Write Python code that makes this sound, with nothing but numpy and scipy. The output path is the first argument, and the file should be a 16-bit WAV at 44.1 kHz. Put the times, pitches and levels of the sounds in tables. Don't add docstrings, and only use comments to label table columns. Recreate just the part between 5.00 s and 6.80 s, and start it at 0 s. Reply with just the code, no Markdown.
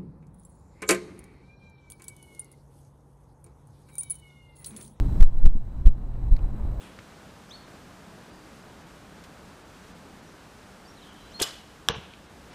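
import sys
import numpy as np
from scipy import signal
from scipy.io import wavfile
from scipy.ndimage import uniform_filter1d

SR = 44100
rng = np.random.default_rng(int(sys.argv[2]) if len(sys.argv) > 2 else 0)


def boost_factor(decibels):
    exponent = np.asarray(decibels, float) / 20
    return 10 ** exponent


def store_pcm(level_fs):
    pcm = np.round(np.clip(level_fs, -1, 1) * 32767).astype(np.int16)
    wavfile.write(sys.argv[1], SR, np.atleast_2d(pcm).T)


N = 79380

# t/s, level/dB
TRAFFIC_LEVEL = [(0, -48.5), (.3, -45), (.7, -44), (1.1, -41.5), (1.4, -41), (1.8, -41)]
# f/Hz, level per Hz/dB
ROAR_TONE = [(88, -31), (150, -10.5), (250, -8), (330, -17), (500, -14), (900, -17), (1500, -29),
             (3000, -42.5), (6600, -120)]
# f/Hz, level per Hz/dB
HISS_TONE = [(880, -26.5), (1500, -5.5), (2490, -17), (4060, -8.5), (4520, -15.5), (7820, -14),
             (10900, -14), (14200, -49), (22000, -120)]
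HISS_DB = -64
DRONE_HZ, DRONE_WIDTH_HZ, DRONE_DB = 118.15, 9, -33

# t/s, level/dB
WIND_LEVEL = [(0, -20), (.18, -19.5), (.3, -20.5), (.6, -23.5), (.8, -18.5), (1, -21), (1.2, -20.5),
              (1.45, -20), (1.6, -20), (1.8, -24.5)]
# f/Hz, level per Hz/dB
WIND_TONE = [(9, -26.5), (15, -1.5), (35, 0.5), (60, -8), (100, -18), (150, -22.5), (250, -25),
             (400, -37.5), (880, -110)]
GUST_DB, LUMP_DB = 1.2, 1.5

# t/s, level/dB, ring f/Hz
CASE_CLICKS = [
    (.372, -43, 2400),
    (.535, -41, 2200),
    (1.138, -45, 2800),
    (1.3655, -29.5, 4300),
    (1.370, -36, 4000),
    (1.3915, -35, 2500),
    (1.4375, -43, 1800),
]
CLICK_T60_S = .005

# t/s, level/dB, ring f/Hz
CASE_KNOCKS = [
    (.440, -24, 150),
    (.455, -23, 230),
    (.556, -19, 105),
    (.872, -18, 210),
    (1.325, -30, 150),
]
# f/Hz, level per Hz/dB
RATTLE_TONE = [(50, -17), (100, -2.5), (220, 0.5), (330, -12), (550, -18), (1000, -36.5), (3000, -67)]
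KNOCK_RISE_S, RATTLE_DB = .009, -7

# swing through zero t/s, push level/dB, push length/s, pull level/dB, pull length/s
STEP_JOLTS = [
    (.2216, 4.4, .0235, 8.5, .038),
    (.3681, -4, .0458, -2.8, .0292),
    (.4488, 6, .0388, -2, .0062),
    (.4531, -.7, .0092, 10.2, .0255),
    (.4675, -2, .005, 5.6, .018),
    (.5535, 2.1, .042, -1.9, .0385),
    (.8697, 10.9, .019, 11.3, .016),
    (.880, -20, .006, 4.5, .024),
    (1.325, 4.4, .017, 4.2, .019),
    (1.4422, -8.5, .0174, -9.5, .0193),
]
REBOUND, REBOUND_S = .416, .052
PULL_SKEW, PUSH_SKEW = .777, 1.64
CASE_HZ = 280

CEILING_UP, CEILING_DOWN = .85, .87
STEP_DB, CHECKS_PER_S, RECOVER_DB_PER_S = .37, 9000, 9

CLOCK_HZ = 3933.5
CLOCK_WOBBLE = [-11, -14.5, -15.5, -23, -22]
CLOCK_WHISTLE = [-69.5, -72, -85.5, -84.5, -94.5]
EDGE_HZ, TOP_HZ = 10720, 15900
BLOCK_HZ = 1.7


def evened(x):
    return x / np.sqrt(np.mean(x ** 2) + 1e-20)


def curve(points):
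    s, db = np.transpose(points)
    return boost_factor(np.interp(np.arange(N) / SR, s, db))


def add(mix, s, sound):
    part = mix[round(s * SR):][:len(sound)]
    part += sound[:len(part)]


def noise(tone, size, patchy_db, flicker_db):
    frames = 4 * N // size + 5
    hz = np.fft.rfftfreq(size, 1 / SR)
    a, b, patches = rng.standard_normal((frames, len(hz), 3)).T
    patches = uniform_filter1d(patches, size=9, axis=0)
    patches = evened(uniform_filter1d(patches, size=7, axis=1))
    flicker = evened(uniform_filter1d(rng.standard_normal(frames), size=3))
    f, db = np.transpose(tone)
    shape = np.interp(np.log(hz + 1), np.log(f + 1), db)[:, None]
    z = (a + 1j * b) * boost_factor(shape + patchy_db * patches + flicker_db * flicker)
    return evened(signal.istft(z, nperseg=size, noverlap=size * 3 // 4)[1][:N])


def hiss():
    return boost_factor(HISS_DB) * noise(HISS_TONE, size=256, patchy_db=1.9, flicker_db=1.6)


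def traffic():
    return curve(TRAFFIC_LEVEL) * noise(ROAR_TONE, size=512, patchy_db=0.7, flicker_db=1.5)


def engine_drone():
    memory = np.exp(-np.pi * DRONE_WIDTH_HZ / SR)
    wobble = signal.lfilter([1], [1, -memory], rng.standard_normal((N, 2)) @ [1, 1j])
    waver = 1.5 + wobble / abs(wobble).mean()
    note = np.exp(2j * np.pi * DRONE_HZ * np.arange(N) / SR)
    return boost_factor(DRONE_DB) * evened((waver * note).real)


def wind():
    return curve(WIND_LEVEL) * noise(WIND_TONE, size=2048, patchy_db=LUMP_DB, flicker_db=GUST_DB)


def case_clicks():
    out, t = np.zeros(N), np.arange(900) / SR
    for s, db, hz in CASE_CLICKS:
        ring = np.sin(2 * np.pi * hz * t)
        ring += .8 * np.sin(2 * np.pi * .52 * hz * t)
        ring += .12 * rng.standard_normal(len(t))
        add(out, s, boost_factor(db - 60 * t / CLICK_T60_S) * ring)
    return out


def case_knocks():
    swells, rings = np.zeros(N), np.zeros(N)
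    t = np.arange(0, 8 * KNOCK_RISE_S, 1 / SR)
    for s, db, hz in CASE_KNOCKS:
        swell = boost_factor(db) * t / KNOCK_RISE_S * np.exp(1 - t / KNOCK_RISE_S)
        add(swells, s - KNOCK_RISE_S, swell)
        add(rings, s - KNOCK_RISE_S, swell * np.sin(2 * np.pi * hz * t))
    rattle = swells * noise(RATTLE_TONE, size=512, patchy_db=1.45, flicker_db=0.4)
    return rings + boost_factor(RATTLE_DB) * rattle


def step_jolts():
    out = np.zeros(N)
    for s, push_db, push_s, pull_db, pull_s in STEP_JOLTS:
        u, v, w = (np.arange(0, 1, 1 / (SR * d)) for d in (push_s, pull_s, REBOUND_S))
        push = boost_factor(push_db) * np.sin(np.pi * u ** PUSH_SKEW) * np.sqrt(u)
        pull = -boost_factor(pull_db) * np.sin(np.pi * v ** PULL_SKEW)
        rebound_size = REBOUND * boost_factor(pull_db) * pull_s / .03
        rebound = rebound_size * np.sin(np.pi * w ** .7) * (1 - w)
        add(out, s - push_s, push)
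        add(out, s, pull)
        add(out, s + pull_s, rebound)
    return signal.filtfilt(*signal.butter(2, CASE_HZ, fs=SR), out)


def scene():
    air = wind()
    street = engine_drone() + traffic() + hiss()
    handling = step_jolts() + case_knocks() + case_clicks()
    return (air + street + handling)[None]


def stepped_gain(x):
    over_db = 20 * np.log10(np.maximum(x / CEILING_UP, -x / CEILING_DOWN) + 1e-9)
    checked = rng.random(N) < CHECKS_PER_S / SR
    over_db = np.where(checked, over_db, -99)
    recovery = RECOVER_DB_PER_S * np.arange(N) / SR
    steps = STEP_DB * np.ceil(over_db / STEP_DB)
    cut_db = np.maximum.accumulate(steps + recovery) - recovery
    return boost_factor(-np.maximum(cut_db, 0))


def unsteady_clock(x, gain):
    overtones = np.arange(len(CLOCK_WOBBLE)) + 1
    clock = np.sin(2 * np.pi * CLOCK_HZ * np.outer(np.arange(N) / SR, overtones))
    wobble = np.gradient(x) * (clock @ boost_factor(np.array(CLOCK_WOBBLE)))
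    whistle = gain * (clock @ boost_factor(np.array(CLOCK_WHISTLE)))
    return x + wobble + whistle


def roll_off(x):
    return signal.sosfilt(signal.butter(12, 15910, fs=SR, output="sos"), x)


def record(dry):
    x = dry[0]
    gain = stepped_gain(x)
    x = signal.oaconvolve(x * gain, signal.firwin(63, EDGE_HZ, fs=SR), "same")
    x = unsteady_clock(x, gain)
    x = signal.lfilter([1, -1], [1, -np.exp(-2 * np.pi * BLOCK_HZ / SR)], x)
    held = np.repeat(x[::2], 2)[:N]
    x = signal.oaconvolve(held, signal.firwin(255, TOP_HZ, fs=SR), "same")
    return roll_off(x[None])


dry = scene()
out = record(dry)
store_pcm(out)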